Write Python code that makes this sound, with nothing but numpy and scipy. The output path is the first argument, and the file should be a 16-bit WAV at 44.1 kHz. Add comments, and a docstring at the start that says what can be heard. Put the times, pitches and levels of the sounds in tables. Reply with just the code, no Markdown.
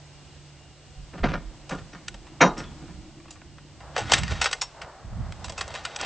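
"""A steel-framed door bumps and slams out of sight among chain-link cages outdoors, and small things tick;
then a hand works a latch and the door rattles open. Each blow is filtered noise that also rings steel modes,
the bolt pings as decaying sines and the handled mesh shivers as uneven noise. Wind buffets the microphone and
rustles nearby as shaped noise; the camcorder's own motors hum as wavering sines over its hiss."""
import sys
import numpy as np
from scipy import signal
from scipy.fft import rfft, irfft
from scipy.io import wavfile
from scipy.ndimage import uniform_filter1d

SR = 44100
rng = np.random.default_rng(int(sys.argv[2]) if len(sys.argv) > 2 else 0)


def persist_wave(psi):
    """Save psi, clipped to +-1, as 16-bit WAV."""
    counts = np.round(np.clip(psi, -1, 1) * 32767).astype(np.int16)
    wavfile.write(sys.argv[1], SR, np.atleast_2d(counts).T)


N = 267201
T = np.arange(N) / SR
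OPPOSITE = np.array([[1], [-1]])  # adds to the left, subtracts from the right: widens the image

# resonances of the steel latch: f/Hz, level/dB (relative), t60/s
LATCH_MODES = [(810, 0, .06), (1480, 5, .06), (1870, 2, .06), (2090, 1, .06), (2780, 0, .05),
               (3340, 0, .05), (3880, 4, .05), (4760, -3, .04), (6120, 2, .04), (7150, 0, .04),
               (7900, 3, .05)]


def undb(db):
    """Amplitude ratio of a level in dB."""
    return 10 ** (np.asarray(db) / 20)


def unit(x):
    """Scale to rms 1."""
    return x / np.sqrt(np.mean(x ** 2))


def curve(table):
    """Columns of a time table, interpolated to one value a sample."""
    s, *columns = np.transpose(table)
    return [np.interp(T, s, c) for c in columns]


def noise(colour):
    """Noise of rms 1 whose spectrum follows (f/Hz, level/dB) points on a log frequency axis."""
    hz, db = np.transpose(colour)
    f = np.maximum(np.arange(N // 2 + 1) * SR / N, 1)
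    gain = undb(np.interp(np.log(f), np.log(hz), db))
    return unit(irfft(rfft(rng.standard_normal(N)) * gain, N))


def walk(rate):
    """Random levels, each held 1 / rate s and smoothed twice; spread near 1."""
    k = int(SR / rate)
    steps = np.repeat(rng.standard_normal(N // k + 1), k)
    return 1.66 * uniform_filter1d(uniform_filter1d(steps, k), k)[:N]


def fade(t, t60):
    """Exponential decay that falls 60 dB in t60 seconds."""
    return np.exp(-np.log(1000) * t / t60)


def mode_rings(modes, t):
    """One decaying sine a row for each resonance (f/Hz, level/dB, t60/s)."""
    hz, db, t60 = (c[:, None] for c in np.transpose(modes))
    return undb(db) * np.sin(2 * np.pi * hz * t) * fade(t, t60)


def spells(starts, holds, levels_db, rise, fall_db_s):
    """Summed gain of swells that rise, hold and die away at a steady rate in dB/s."""
    since = T - np.array(starts)[:, None]
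    falling = np.maximum(since - rise - np.array(holds)[:, None], 0)
    shape = np.clip(since / rise, 0, 1) ** 2 * undb(-fall_db_s * falling)
    return undb(levels_db) @ shape


def wires(t, t60, count=40):
    """Short rings of whichever mesh wires a blow happens to reach."""
    hz, size = 700 * 12 ** rng.random((count, 1)), rng.standard_normal(count)
    return size @ (np.sin(2 * np.pi * hz * t) * fade(t, t60))


def grinding_contacts(length, blunt, knock_share, knock_db):
    """Many small contacts with lone hard knocks that all push the same way, in chattering strength."""
    knocks = (rng.random(length) < knock_share) * rng.exponential(size=length)
    contacts = signal.lfilter(*blunt, rng.standard_normal(length) + undb(knock_db) * knocks)
    chatter_db, held = 1.8, int(.003 * SR)  # spread; samples each strength is held
    chatter = undb(chatter_db * rng.standard_normal(length // held + 1))
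    return contacts * np.repeat(chatter, held)[:length]


def struck(events, modes, edges_hz, bands_db, rise, ring_db, wire_db, knock_db, knock_share, tail_db, tail_t60,
           damping, blunt_hz, soft, crack, struck_part, grit):
    """Each blow is a flurry of contacts that crack and ring the steel; the bass lasts longer, the treble less."""
    t = np.arange(SR // 3) / SR
    rings = mode_rings(modes, t)
    (crack_db, crack_t60), (part_db, part_t60), (grit_db, grit_top_hz) = crack, struck_part, grit
    blunt = signal.butter(1, blunt_hz, fs=SR)  # a contact takes time, which dulls its top
    dull = signal.butter(2, grit_top_hz, fs=SR)
    spans = list(zip(edges_hz, edges_hz[1:]))
    bands = [signal.butter(4, span, "band", fs=SR, output="sos") for span in spans]
    swell, after = np.minimum(t / rise, 1) ** 2, np.maximum(t - rise, 0)
    octaves_up = np.maximum(np.log2(np.transpose(modes)[0] / 2000), 0)  # above 2 kHz
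    out = np.zeros(N + len(t))
    for s, blow_db, bass_db, bright_db, decay, part_hz in events:
        contacts = grinding_contacts(len(t), blunt, knock_share, knock_db)
        decay = max(decay, .01)
        # every blow lands on another spot and wakes another mix of modes
        mix_db = ring_db + soft * blow_db * octaves_up + 2 * rng.standard_normal(len(modes))
        body = undb(mix_db) @ rings
        body[:SR // 15] += undb(wire_db) * wires(t[:SR // 15], .03)
        body += undb(part_db) * np.sin(2 * np.pi * part_hz * t) * fade(t, part_t60)
        drive = .6 * contacts * swell * fade(after, decay)
        # the main contact carries as much energy as all the rest
        drive[int(rise * SR)] += np.sqrt(np.sum(drive ** 2))
        ring = signal.fftconvolve(drive, body)[:len(t)]
        i = int((s - 0.64 * rise) * SR)
        # a bright blow gains more in each band above the middle one
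        upper_db = np.array(bands_db) + bright_db * np.arange(len(bands_db))
        for band, (low, high), band_db in zip(bands, spans, (bass_db, *upper_db)):
            stretch = (low / edges_hz[1]) ** -damping
            envelope = fade(after, decay * stretch) + undb(crack_db) * fade(after, crack_t60)
            # the mesh keeps shaking faintly after the blow
            envelope += undb(tail_db) * fade(t, tail_t60 * stretch)
            grinding = contacts * swell * envelope
            if high == edges_hz[-1]:
                grinding = undb(grit_db) * signal.lfilter(*dull, grinding)
            part = signal.sosfilt(band, grinding + ring)
            head = int((.022 + 5 / low) * SR)  # low bands take longer to speak
            head_rms = np.sqrt(np.mean(part[:head] ** 2))
            out[i:i + len(t)] += undb(blow_db + band_db) * part / head_rms
    return out[:N]


def door():
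    """Bumps and slams of the steel frame, dulled by distance; soft blows hardly wake the high modes."""
    # blows on the frame: t/s, level/dB, bass/dB (re level), brightness/dB per band,
    # t60/s (in the middle band), f/Hz of the part struck
    bumps = [(1.135, -32.5, -10, -5, 0.16, 555), (1.176, -34, -11, 0, 0.14, 726),
             (1.236, -14, -11, -1, 0.065, 760), (1.251, -19.5, -11.5, -1, 0.091, 159),
             (1.283, -27.5, -7, 1.5, 0.47, 710), (1.334, -21, -21, 0, 0.12, 610),
             (1.711, -22.5, -12, -1.5, 0.14, 544), (1.779, -37.5, -24, 2.5, 0.16, 1870),
             (1.928, -39, -11, 3.5, 0.19, 1850), (1.95, -43.5, -6.5, 3, 0.19, 2200),
             (2.4095, -2, -20, 0, 0.17, 1055), (2.439, -8, -19, -29, 0.28, 1040),
             (2.569, -33.5, -6.5, 1.5, 0.35, 645), (2.638, -45.5, -16, 7.5, 0.23, 3390),
             (2.715, -45.5, -12, -5, 0.062, 960), (2.814, -42, -6.5, -5, 0.24, 860),
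             (2.878, -47, -1, 1, .3, 990)]
    # resonances of the frame: f/Hz, level/dB (relative), t60/s
    frame_modes = [(187.5, 8, 0.08), (580, 2, 0.12), (760, 4, 0.1), (1010, 4, 0.07), (1250, 7, 0.07),
                   (1430, 2, .09), (1830, 6, .07), (2120, 4, .06), (2860, 11, .05), (3190, 18, .085),
                   (3800, 17, .085), (3970, 16, .085), (4220, 14, .085), (4760, 19, .085), (5450, 21, .04),
                   (5680, 24, .08), (6030, 23, .085), (6600, 26, .07), (6860, 24, .09)]
    blows = struck(
        bumps, frame_modes, edges_hz=(140, 300, 1400, 2400, 6800),
        bands_db=(-12.5, -15, -21),  # middle, upper and treble re blow level
        rise=0.013, ring_db=-46.5, wire_db=-55, knock_db=16.5, knock_share=0.0085,
        tail_db=-20.5, tail_t60=0.31, damping=0.26, blunt_hz=2940,
        soft=2.0,  # dB lost per dB of softness and octave above 2 kHz
        crack=(-16.5, 0.0065),  # dB over the grinding, t60 in s
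        struck_part=(-33, .045),  # dB, t60 in s
        grit=(-13, 3600))  # grinding left in the treble band: dB, top in Hz
    far = signal.sosfilt(signal.butter(6, 7000, fs=SR, output="sos"), blows)
    # a faint dull copy, 90 samples late, with opposite signs, widens the blows
    late = signal.sosfilt(signal.butter(1, 900, fs=SR, output="sos"), np.roll(far, 90))
    return far + undb(-20.0) * late * OPPOSITE


def latch():
    """Clanks, ticks and rattles: short bright blows on the latch and the door it holds."""
    # blows: t/s, level/dB, bass/dB (re level), brightness/dB per band,
    # t60/s (in the middle band, at least 0.01), f/Hz of the part struck
    clanks = [(1.693, -35.5, -8, 2.5, 0.33, 2520), (2.0817, -27, -36, 1, 0.016, 1905),
              (2.142, -38.5, -13, -0.5, 0.03, 1930), (2.267, -42.5, -16, -5, 0.076, 1300),
              (2.578, -43.5, -2.5, 8, 0.15, 5555), (3.2, -45.5, -25, -15, 0.032, 1180),
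              (3.255, -46, -12.5, -17, .04, 1160), (3.2809, -42, -27, -12, 0.072, 1170),
              (3.3062, -48.5, -11, 9, 0.14, 7120), (3.3563, -41.5, -25, -20, 0.095, 1180),
              (3.4162, -40.5, -20, -17, 0.0088, 1130), (3.5822, -40, -26.5, -11.5, 0.022, 1380),
              (3.8043, -40, -16, -7, 0.14, 1670), (3.9634, -18, -14, -5, 0.17, 3000),
              (3.978, -24.5, -4, 1.5, 0.12, 850), (4.095, -22.5, -15.5, -4, 0.18, 2240),
              (4.118, -11.5, -12.5, 2, 0.077, 1490), (4.1343, -7.5, -34, 1, 0.066, 3770),
              (4.1799, -25, -17, 2.5, 0.087, 1720), (4.2325, -25, -22, -0.5, 0.035, 2860),
              (4.2784, -27.5, -32, -3, 0.1, 1980), (4.3074, -41.5, 0.5, 4.5, 0.16, 664),
              (4.4136, -13, -22, -1, 0.16, 2200), (4.442, -22, -16, 2, 0.07, 2270),
              (4.457, -12.5, -22.5, -3.5, 0.093, 1600), (4.5117, -30.5, -11.5, 2.5, 0.2, 1950),
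              (4.5285, -17.5, -40, 0, 0.042, 1860), (4.6155, -24, -16, 4.5, 0.073, 6910),
              (4.816, -28, -27, -4, 0.069, 1520), (5.3218, -35, -33, -2, 0.013, 1310),
              (5.443, -32, -19, 2.5, 0.077, 4040), (5.4809, -36, -19, -2, .04, 2320),
              (5.4959, -35, -7.5, 3.5, 0.045, 655), (5.5207, -43, -5, 4, 0.097, 590),
              (5.5776, -27.5, -17, 1, 0.17, 2640), (5.609, -20.5, -23, -1.5, 0.07, 1880),
              (5.6767, -44, -1, 5.5, 0.038, 580), (5.704, -38, -16, -3, 0.042, 1880),
              (5.7389, -32, -10, -0.5, 0.053, 645), (5.7499, -25.5, -27, -2.5, 0.16, 3970),
              (5.8364, -48, -14, 3, 0.11, 3865), (5.8511, -20.5, -38, -2, 0.067, 1530),
              (5.9606, -29.5, -20, 3.5, 0.023, 3650), (5.9984, -44, -24, -7, 0.039, 3670),
              (6.0114, -31, -12, 4, 0.011, 1350), (6.0287, -30.5, -12.5, -7, 0.09, 1620),
              (6.0494, -22.5, -17, -5, 0.27, 1010)]
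    return struck(
        clanks, LATCH_MODES, edges_hz=(450, 1000, 2500, 5000, 9000), bands_db=(-14, -13.5, -16),
        rise=.0048, ring_db=-36.5, wire_db=-42, knock_db=11.5, knock_share=.012,
        tail_db=-29.0, tail_t60=1.0, damping=0.044, blunt_hz=5360,
        soft=0, crack=(0.57, 0.015), struck_part=(-27, .035), grit=(-3, 12000))


def bolt():
    """Clean short rings of the latch's small steel bolt, each blow with its own mix of modes."""
    # pings: t/s, level/dB
    pings = [(4.117, -36), (4.415, -27), (4.443, -32), (4.613, -27.5)]
    # resonances of the bolt: f/Hz, level/dB (relative), t60/s
    bolt_modes = [(5463, 0, .14), (5420, -11, .1), (6900, -7, .06), (3840, -8, .04)]
    t = T[:SR // 3]
    rings = mode_rings(bolt_modes, t)
    out = np.zeros(N)
    for s, ping_db in pings:
        mix = undb(ping_db + 1.5 * rng.standard_normal(len(bolt_modes)))
        i = int(s * SR)
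        out[i:i + len(t)] += mix @ rings
    return out


def shiver():
    """Dense tiny wire clicks of uneven size while the door is handled; they also ring the latch a little."""
    # spells of handling that set the loose mesh shivering: start/s, hold/s, level/dB
    handling = [(3.93, 0.12, -40.5), (4.1, 0.011, -28), (4.276, 0.1, -40.5), (5.55, 0.29, -49.5),
                (5.778, 0.1, -47), (5.968, 0.094, -35.5)]
    sizes = np.repeat(undb(2.5 * rng.exponential(size=N // 40 + 1)), 40)[:N]
    wire = unit(sizes * noise([(300, 0.5), (800, 1.5), (2000, 4.5), (4500, 0.5), (8500, -12.5)]))
    latch_ring = np.sum(mode_rings(LATCH_MODES, T[:SR // 10]), axis=0)
    ring = signal.fftconvolve(wire, latch_ring)[:N]
    both = wire + undb(-5) * unit(ring)
    return both * undb(2.0 * walk(30)) * spells(*np.transpose(handling), rise=0.036, fall_db_s=133)


def wind():
    """Eddies buffet the two microphone ports, partly alike and harder on the right, while deep thumps sound
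    beneath them."""
    # gusts on the microphone: start/s, hold/s, level/dB
    gusts = [(0.136, 0.01, -51), (0.956, 0.023, -47), (1.176, 0.12, -40.5), (1.688, 0.11, -47.5),
             (2.02, 0.1, -51.5), (2.537, 0.12, -49.5), (2.81, 0.15, -56), (3.74, 0.21, -55),
             (3.994, 0.035, -35.5), (4.095, 0.11, -31), (4.279, 0.079, -34), (5.022, 0.034, -44.5),
             (5.096, 0.21, -35.5), (5.408, 0.053, -44), (5.56, 0.17, -52.5)]
    # deep thumps, felt more than heard: start/s, level/dB
    thumps = [(.96, -45), (1.219, -24), (1.7, -45), (2.1, -52), (2.44, -38), (2.7, -48.5), (2.95, -50),
              (4.0, -52), (4.319, -40), (5.052, -38.5), (5.2, -47), (5.48, -49)]
    # spectra of the buffeting and of the thumps: f/Hz, level/dB (relative)
    buffet_colour = [(35, -43.5), (60, 8.5), (120, 1), (200, -6.5), (350, -28.5), (700, -77)]
    thump_colour = [(12, -25.5), (30, 20), (45, 26.5), (80, -25), (200, -90)]
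    calm_db, calm_thump_db = -55, -66.5  # levels between the gusts
    strength = undb(calm_db) + spells(*np.transpose(gusts), rise=0.032, fall_db_s=212)
    starts, thump_db = np.transpose(thumps)
    holds = np.full(len(starts), 0.065)
    depth = undb(calm_thump_db) + spells(starts, holds, thump_db, rise=0.01, fall_db_s=104)
    apart = 0.34 * OPPOSITE  # share that differs between the ports
    flutter = undb(2.2 * walk(24.87))
    buffet = strength * flutter * (noise(buffet_colour) + apart * noise(buffet_colour))
    thump = depth * (noise(thump_colour) + .5 * apart * noise(thump_colour))
    return (buffet + thump) * undb([[-1.6], [1.6]])


def rustle():
    """Wind rustling nearby: a soft rush of noise over a dull drone near 300 Hz, each wavering in level."""
    # level of the background: t/s, rush level/dB, drone level/dB
    background = [(0, -63, -63), (1.1, -83, -66), (1.45, -59, -49.5), (2.3, -63, -57), (2.65, -56.5, -51),
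                  (3.2, -66, -49.5), (3.76, -67, -53.5), (3.83, -49, -64), (4.15, -49, -40.5),
                  (4.55, -52, -76), (5.3, -48, -55.5), (6.06, -45.5, -65)]
    # spectrum of the rush: f/Hz, level/dB (relative)
    rush_colour = [(150, -38.5), (300, 1), (700, 15), (1100, 9.5), (2000, 1), (4000, -54.5)]
    rush_db, drone_db = curve(background)
    drone_colour = [(200, 3.5), (280, 0.5), (310, 10.0), (355, 4.5), (450, -31.0)]
    drone = noise(drone_colour) + 0.2 * noise(drone_colour) * OPPOSITE
    rush = noise(rush_colour) + 0.073 * noise(rush_colour) * OPPOSITE
    return rush * undb(rush_db + 2.0 * walk(20.63)) + drone * undb(drone_db + 2.0 * walk(2.8))


def camcorder():
    """Wavering motor tones, louder on the right, over a hiss that differs between the channels."""
    # motor tones: f/Hz, level/dB (rms, before the drop and the channel balance)
    motor = [(72.5, -67.5), (145, -56), (361, -69), (749, -73.5), (2826, -71.5)]
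    # spectra of the hiss and of its part unlike left and right: f/Hz, level/dB (relative)
    hiss_colour = [(120, -7.5), (200, -16.5), (269, 7), (445, 1), (488, 3.5), (757, 0.5), (1140, -4),
                   (2490, -4.5), (2820, -3.5), (8450, -10.5), (11000, -104)]
    apart_colour = [(150, -25.5), (300, -3.5), (1000, -12.5), (2500, -13), (5000, -5.5), (8500, -15.5)]
    turns = T + 0.00025 * walk(11.0)  # shaft angle as time, running a little unevenly
    tones = np.zeros(N)
    for hz, db in motor:
        tones += np.sqrt(2) * undb(db + 2.5 * walk(8.5)) * np.sin(2 * np.pi * hz * turns)
    drop = undb(-3 * (T > 3.4))  # the hum steps 3 dB down at 3.4 s
    hiss = noise(hiss_colour) + undb(-4.0) * noise(apart_colour) * OPPOSITE
    return tones * drop * undb([[-1.1], [1.1]]) + undb(-55.5 + 1.1 * walk(3.4)) * hiss


def scene():
    """Door and latch in front, then the small metal, the wind and the camcorder."""
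    return door() + latch() + bolt() + shiver() + wind() + rustle() + camcorder()


def record(dry):
    """The loudest peaks round off just under full scale and the top is cut above 8600 Hz."""
    rounded = .93 * np.tanh(dry / .93)
    return signal.sosfilt(signal.ellip(10, .3, 80, 8600, fs=SR, output="sos"), rounded)


dry = scene()
out = record(dry)
persist_wave(out)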